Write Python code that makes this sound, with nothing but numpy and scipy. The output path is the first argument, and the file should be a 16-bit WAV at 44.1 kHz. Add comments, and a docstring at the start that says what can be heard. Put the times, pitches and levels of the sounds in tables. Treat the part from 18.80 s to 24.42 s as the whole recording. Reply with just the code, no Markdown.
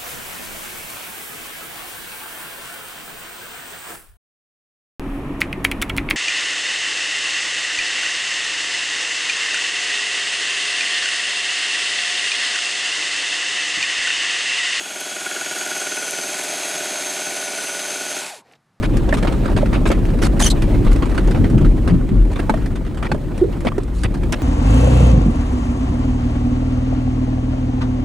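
"""On board a plow truck labouring in heavy wet snow, close to the blade, in stereo.
From the start the engine booms under a lumpy rumble, snow grinds and collapses in crunches, and
the plow gear knocks. At 1.6 s a dry rub breaks into a squeak. From 2 s the blade catches and the
truck shudders; packed snow sticks, slips and groans near 3.1 s and 4.6 s. The load eases amid
more knocks, then the boom swells at 5.2 s under the last icy crunches."""
import sys
import numpy as np
from scipy import signal
from scipy.fft import rfft, irfft, next_fast_len
from scipy.io import wavfile
from scipy.ndimage import uniform_filter1d

SR = 44100
rng = np.random.default_rng(int(sys.argv[2]) if len(sys.argv) > 2 else 0)


def dump_mix(stems):
    """Bounce the given channels to the path in sys.argv[1] as a 16-bit WAV at rate SR."""
    frames = np.atleast_2d(stems).T  # one column per channel
    limited = np.clip(frames, -1, 1)  # hard clip at full scale
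    pcm = np.round(limited * 32767).astype(np.int16)
    wavfile.write(sys.argv[1], SR, pcm)


N = 247842
T = np.arange(N) / SR
SIZE = next_fast_len(N)
HZ = np.fft.rfftfreq(SIZE, 1 / SR)

# steady grinding at the blade, between the crunches: (time [s], level [dB])
GRIND_LEVEL = [(0, -33.5), (.45, -30.5), (1.4, -33.5), (1.9, -30.5), (2.8, -33), (3.4, -38.5), (3.65, -33),
               (4.1, -39), (4.85, -36), (5.15, -41), (5.62, -33)]
# dull body, crunchy middle and bright top of a fracture: (frequency [Hz], level [dB])
BODY_BAND = [(200, 6.5), (350, 3.5), (550, -2), (850, -8), (1300, -7.5)]
MID_BAND = [(650, -3), (1000, -1), (1550, 0.5), (2400, -3.5), (3400, -10), (4600, -15.5)]
TOP_BAND = [(3000, -5), (4500, -2.5), (6500, -3.5), (9000, -3), (11000, -11), (13000, -20), (16000, -31)]


def amp(db):
    """Decibels to gain."""
    return 10 ** (np.asarray(db) / 20)


def unit(x):
    """Scales to rms 1."""
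    return x / np.sqrt(np.mean(x ** 2) + 1e-20)


def curve(rows):
    """The columns of a time table at every sample."""
    s, *columns = np.transpose(rows)
    return [np.interp(T, s, c) for c in columns]


def response(points):
    """A table over frequency, read at every bin."""
    hz, db = np.transpose(points)
    return np.interp(np.log(HZ + 1), np.log(hz), db)


def colour(x, db):
    """Filters by a gain in dB for every bin."""
    return irfft(rfft(x, SIZE) * amp(db), SIZE)[..., :N]


def wander(hz):
    """Random drift of rms 1, up to about hz."""
    return unit(colour(rng.standard_normal(N), -10 * np.log10(1 + (HZ / hz) ** 6)))


def noise(spectrum, drive=1):
    """Mid-side stereo noise, shaken by drive, then coloured; it falls steeply outside the spectrum."""
    # stereo width: (frequency [Hz], side level relative to mid [dB])
    width = [(30, -22), (70, -13), (170, -10), (350, -9.5), (700, -2.5), (1400, -7.5), (2800, -8),
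             (5600, -6.5), (11000, -23)]
    direct, scattered = rng.standard_normal((2, N)) * drive
    octaves_out = abs(np.log2((HZ + 1) / np.clip(HZ + 1, spectrum[0][0], spectrum[-1][0])))
    db = response(spectrum) - 30 * octaves_out
    mid, side = colour(direct, db), colour(scattered, db + response(width))
    return np.array([mid + side, mid - side]) / np.std(mid)


def steadied(x, seconds):
    """Evens out the slow swells of a noise."""
    span = int(seconds * SR)
    power = uniform_filter1d(x.mean(0) ** 2, span)
    return x / np.sqrt(uniform_filter1d(power, span) + 1e-9)


def patchy(x, depth_db):
    """Every lump rings differently: chance peaks, some hundred Hz wide and about 30 ms long."""
    frames = signal.stft(x, nperseg=256)[2]
    patches = uniform_filter1d(rng.standard_normal(frames.shape[1:]), size=2, axis=0)
    patches = uniform_filter1d(patches, size=10, axis=1)
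    gain = unit(amp(depth_db * np.clip(unit(patches), -2, 2)))
    return signal.istft(frames * gain, nperseg=256)[1][:, :N]


def add(mix, s, sound):
    """Mixes a sound in at time s."""
    part = mix[..., max(round(s * SR), 0):][..., :sound.shape[-1]]
    part += sound[..., :part.shape[-1]]


def reflected(x, wet_db, t60):
    """Panels near the microphone return a short scatter of echoes, different on each side."""
    t = np.arange(SR // 10) / SR
    taps = rng.standard_normal((2, len(t))) * (rng.random(len(t)) < .05)
    taps *= amp(-60 * t / t60) * (t > .002)
    taps /= np.linalg.norm(taps, axis=1, keepdims=True)
    return x + amp(wet_db) * signal.oaconvolve(x[None], taps, axes=1)[:, :N]


def truck():
    """Exhaust boom and chassis rumble; firings throb in the growl, and snow churns under the load."""
    # exhaust boom: (time [s], pitch [Hz], level [dB])
    exhaust = [(0, 41.07, -41), (1.3, 54.5, -28), (1.95, 53.76, -21), (2.9, 41.86, -37.5), (3.93, 49, -28),
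               (4.85, 55.23, -39), (5.2, 51, -18.5), (5.6, 44.5, -35)]
    # how hard the truck pushes: (time [s], load [dB])
    load = [(0, -3.5), (.15, 2), (.35, -1), (1.1, 0.5), (2.0, 1), (2.3, -1), (2.85, 2), (3.3, -1.5),
            (3.58, -4), (3.78, -1.5), (4.15, -6), (4.75, -4.5), (5.15, -6.5), (5.48, -1.5), (5.62, -9)]
    # masses of snow slump over with a dull swell: (time [s], length [s], peak [dB])
    slumps = [(0.71, 0.084, -20), (1.9, 0.19, -18), (2.536, .16, -14), (2.701, .09, -11.5),
              (2.788, 0.12, -14.5), (3.046, .19, -19.5), (3.283, .16, -20.5), (4.307, 0.06, -16.5),
              (5.242, 0.029, -19)]
    # spectra of chassis, churning snow and engine growl: (frequency [Hz], level [dB])
    rumble_band = [(14, -18), (22, -13), (32, 12.5), (42, 11), (55, 5), (72, -6)]
    churn_band = [(70, 0), (92, 4), (130, 2.5), (180, -2.5), (230, -7.5)]
    growl_band = [(160, -4), (220, 1), (300, 0.5), (360, -2.5), (450, -16)]
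    boom_hz, boom_db = curve(exhaust)
    load_db, = curve(load)
    slump = np.zeros(N)
    for s, length, db in slumps:
        add(slump, s, amp(db) * np.sin(np.linspace(0, np.pi, int(length * SR))))
    angle = 2 * np.pi * np.cumsum(boom_hz * (1 + 0.05196 * wander(hz=12.88))) / SR
    boom = amp(boom_db) * np.sqrt(2) * (np.sin(angle) + amp(-28) * np.sin(2 * angle))
    firing = 1 + 0.06 * np.cos(2 * angle)  # two firings to each cycle of the boom
    rumble = amp(-17 + 1.47 * load_db) * steadied(noise(rumble_band), seconds=0.053)
    churn = np.hypot(amp(-22.5 + 0.93 * load_db), slump) * steadied(noise(churn_band), seconds=0.26)
    growl_gain = np.hypot(amp(-24 + 1.22 * load_db), amp(-4) * slump)
    growl = growl_gain * steadied(noise(growl_band, firing), seconds=0.18)
    return boom + rumble + churn + growl


def shudders():
    """The blade catches and the whole truck shakes on its springs for a few slow cycles."""
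    # shakes of the truck: (time [s], length [s], peak [dB], frequency [Hz])
    shakes = [(2.065, 0.086, -1.5, 36.6), (2.452, 0.099, -6.5, 44), (2.852, 0.15, -8.5, 40.9),
              (3.343, 0.24, -5.5, 42.85)]
    out = np.zeros(N)
    for s, length, db, hz in shakes:
        t = np.arange(0, length, 1 / SR)
        swell = np.sin(np.pi * (t / length) ** 0.48)  # rises faster than it dies
        add(out, s, amp(db) * swell * np.sin(2 * np.pi * hz * t))
    return out


def grinding():
    """Snow gives way at the blade in uneven lumps: coarse grit under a fine hiss."""
    # spectra of the grit and the hiss: (frequency [Hz], level [dB])
    grit_band = [(250, -3), (400, -2), (520, 0), (720, -7), (1100, -12), (1700, -17), (2600, -22),
                 (4200, -28.5)]
    fizz_band = [(2500, -5), (4000, -7.5), (6200, -5.5), (9000, -5), (11000, -11), (13000, -12),
                 (16000, -14)]
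    grind_db, = curve(GRIND_LEVEL)
    crumble = amp(1.8 * wander(hz=25.1))
    grit = amp(grind_db) * noise(grit_band, crumble * amp(0.92 * wander(hz=505)))
    fizz_db = -53.5 + .85 * (grind_db - grind_db.mean())
    fizz = amp(fizz_db) * noise(fizz_band, np.sqrt(crumble) * amp(0.79 * wander(hz=910)))
    return patchy(grit, depth_db=2.5) + fizz


def groans():
    """Packed snow sticks and slips under the load: a few uneven cycles that rise and fall in pitch."""
    # stick-slip bursts: (time [s], length [s], peak [dB], pitch [Hz], pitch arch [share])
    slips = [(3.104, .06, -3.5, 154.8, .3), (4.612, 0.027, -4.5, 348.6, .12),
             (4.631, 0.038, -15, 410.5, .1)]
    out = np.zeros(N)
    for s, length, db, hz, arch in slips:
        bow = np.sin(np.linspace(0, np.pi, int(length * SR)))
        uneven = .06 * wander(hz=80)[:len(bow)]
        angle = 2 * np.pi * np.cumsum(hz * (1 + arch * (bow - .5) + uneven)) / SR
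        add(out, s, amp(db) * bow * (np.sin(angle) + amp(-28) * np.sin(2 * angle)))
    return reflected(out, wet_db=-7.5, t60=0.22)


def squeak():
    """A dry rub catches and sings, then breaks into a rougher chirp; jitter blurs the partials."""
    # course of the rub: (time [s], pitch [Hz], relative level [dB])
    rub = [(1.615, 2950, -34), (1.63, 3000, -15), (1.645, 3320, -17), (1.655, 3090, -27), (1.666, 2983, -9),
           (1.698, 3200, -47), (1.703, 4220, -18), (1.712, 4224, -15.5), (1.735, 3620, -43)]
    # the higher chirp is rougher: (pitch [Hz], jitter [share])
    roughness = [(3100, .025), (4200, 0.087)]
    # resonances that weight the partials: (frequency [Hz], gain [dB])
    resonances = [(3000, 3), (4200, 5.5), (6200, 5.5), (7800, -4), (9400, 0.5), (12000, -15), (16000, -35)]
    hz, db = curve(rub)
    jitter = np.interp(hz, *np.transpose(roughness)) * wander(hz=890)
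    angle = 2 * np.pi * np.cumsum(hz * (1 + jitter + .015 * wander(hz=121))) / SR
    tone = np.zeros(N)
    for k in range(1, 5):
        partial_db = np.interp(k * hz, *np.transpose(resonances)) + 4.2 * wander(hz=300)
        tone += amp(partial_db) * np.sin(k * angle)
    rubbing = (T > rub[0][0]) & (T < rub[-1][0])
    return reflected(amp(db - 4.5) * unit(tone) * rubbing, wet_db=-6.5, t60=0.042)


def knocks():
    """Blows ring damped modes of the plow gear; hard ones reach the upper modes and add a crack."""
    # blows on the gear: (time [s], level [dB], lowest mode [Hz], hardness [dB])
    blows = [(.326, -8.5, 1760, -23), (0.326, -9.5, 604, -3.5), (.449, -14, 497, -0.5), (.83, -6, 560, -24),
             (1.101, -5, 500, -8), (1.116, -28, 1240, -4), (1.416, -11, 460, -24),
             (2.379, -12.5, 1480, -6.5), (2.481, -13.5, 488, -6.5), (3.316, -3.5, 209, -24),
             (3.695, -4, 866, -2), (3.7, -8.5, 213, -20), (3.739, -11.5, 668, -4), (4.316, -15.5, 1567, 1),
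             (4.317, -11, 822, -2.5), (4.345, -17.5, 603, -3), (4.849, -8.5, 483, -7),
             (4.869, -13.5, 724, -3.5), (4.86, -5, 224, -18), (4.919, -17, 1100, -10),
             (4.98, -6.5, 384, -8)]
    # modes of the gear: (frequency [multiple of the lowest], relative level [dB])
    modes = [(1, 2), (1.75, -5), (2.05, -20), (2.75, -9), (4.25, -21.5)]
    out, cracks, t = np.zeros(N), np.zeros(N), np.arange(SR // 6) / SR
    ratios, modes_db = np.transpose(modes)[:, :, None]
    upper = ratios > 1
    for s, db, hz, hard_db in blows:
        t60 = 0.031 * (500 / hz) ** 0.67  # higher knocks die sooner
        detune = 0.07 * rng.standard_normal(ratios.shape) * upper  # each blow lands on another spot
        mode_hz = hz * ratios * (1 + detune)
        ring = (amp(modes_db + hard_db * upper - 60 * t / t60) * np.sin(2 * np.pi * mode_hz * t)).sum(0)
        add(out, s, amp(db) * ring * (1 - np.exp(-t * hz / 0.7)))  # low knocks build up more slowly
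        add(cracks, s, amp(db + hard_db - 60 * t / 0.047) * (1 - np.exp(-t / 0.001)))
    crack = amp(-4.5) * noise(BODY_BAND) + amp(-16.5) * noise(MID_BAND) + amp(-24.5) * noise(TOP_BAND)
    return reflected(out, wet_db=-1, t60=0.045) + cracks * crack


def crunching():
    """Snow collapses and slides in clouds of tiny fractures; icy snaps are thinner, brighter, shorter."""
    # short collapses: (time [s], level [dB], iciness [dB], where 0 is wet and dull)
    crunches = [(0.17, -20, 10), (0.29, -19.5, -0.5), (.34, -13, 7.5), (0.371, -15.5, 2.5),
                (.427, -17, 3.5), (0.473, -14, -2), (.656, -21, -1.5), (.679, -24, -7.5),
                (0.765, -14.5, -1), (.93, -25, 0), (.96, -21, -6), (1.056, -13, -3), (1.104, -18, -6),
                (1.115, -12, 4.5), (1.821, -19, 7.5), (2.067, -19, -4.5), (2.13, -30, 20.5),
                (2.224, -18.5, 0), (2.257, -21.5, 3), (2.378, -14, 1), (2.547, -20, -3.5),
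                (2.643, -22.5, -2.5), (2.78, -23.5, 5), (2.848, -22.5, -1), (3.076, -14, 0),
                (3.558, -21.5, -1.5), (3.593, -23, 2), (3.956, -24, 3.5), (4.174, -27, 4.5),
                (4.227, -19, 1), (4.578, -26, 10), (5.034, -45, 27.5), (5.235, -18, 13.5),
                (5.345, -27.5, 3), (5.524, -13, 13)]
    # slides of snow: (time [s], length [s], level [dB], relative treble [dB])
    scrapes = [(0.019, 0.051, -30, -13.5), (0.924, 0.04, -25, -20), (1.065, 0.036, -44, 8.5),
               (1.411, 0.072, -28, -3.5), (1.591, 0.045, -24.5, 1.5), (1.629, 0.071, -30, 3),
               (1.696, 0.03, -49.5, 21), (3.081, 0.042, -35.5, -19), (4.238, 0.044, -31, -22),
               (4.866, 0.028, -26, -20), (5.121, 0.16, -48.5, 0), (5.236, .035, -31, -26),
               (5.523, 0.029, -23, -23)]
    power = np.zeros((3, N))  # body, middle, top
    t = np.arange(SR // 5) / SR
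    grind_db, = curve(GRIND_LEVEL)
    crumbs = [(when * N / SR, grind_db[int(when * N)] + 1.5 + 8 * size, 9.5 * ice)
              for when, size, ice in rng.random(size=(48, 3))]
    for s, db, ice_db in crunches + crumbs:  # small crumbs fall at random among the big crunches
        bands_db = db + np.array([[-3.5 - 0.57 * ice_db], [-10.5], [-25.5 + ice_db]])
        pace = amp(.3 * ice_db) * np.array([[1], [1], [1.16]])  # the top dies fastest
        after = np.maximum(t * pace - .006, 0)  # the collapse lasts a moment, then dies away
        attack = 1 - np.exp(-t / 0.00049)
        decay = amp(-60 * after / 0.094) + amp(-24 - 60 * after / 0.11)
        add(power, s - .001, (amp(bands_db) * attack * decay) ** 2)
    for s, length, db, treble_db in scrapes:
        slide = signal.windows.tukey(int(length * SR), .5)
        add(power, s, (amp(db + np.array([[3], [0], [treble_db]])) * slide) ** 2)
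    grains = amp(2.5 * wander(hz=855) + wander(hz=117))
    bands = (BODY_BAND, MID_BAND, TOP_BAND)
    fractures = sum(np.sqrt(p) * noise(band, grains) for p, band in zip(power, bands))
    return patchy(fractures, depth_db=3.5)


def scene():
    """All sources at the on-board microphone, the bass leaning left and the crunching right."""
    # stereo balance: (frequency [Hz], left minus right [dB])
    lean = [(40, 1.5), (90, 2.5), (180, 1), (350, -3), (1400, -2), (5600, -0.2), (10000, 0)]
    mix = truck() + shudders() + grinding() + crunching() + knocks() + groans() + squeak()
    return colour(mix, np.array([[.5], [-.5]]) * response(lean))


def record(dry):
    """The microphone chain rounds off the loudest peaks and cuts the top above 15850 Hz."""
    rounded = dry / (1 + dry ** 8) ** (1 / 8)
    lowpass = signal.firwin(511, 15850, window=("kaiser", 9), fs=SR)
    return signal.oaconvolve(rounded, lowpass[None], "same")


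dry = scene()
out = record(dry)
dump_mix(out)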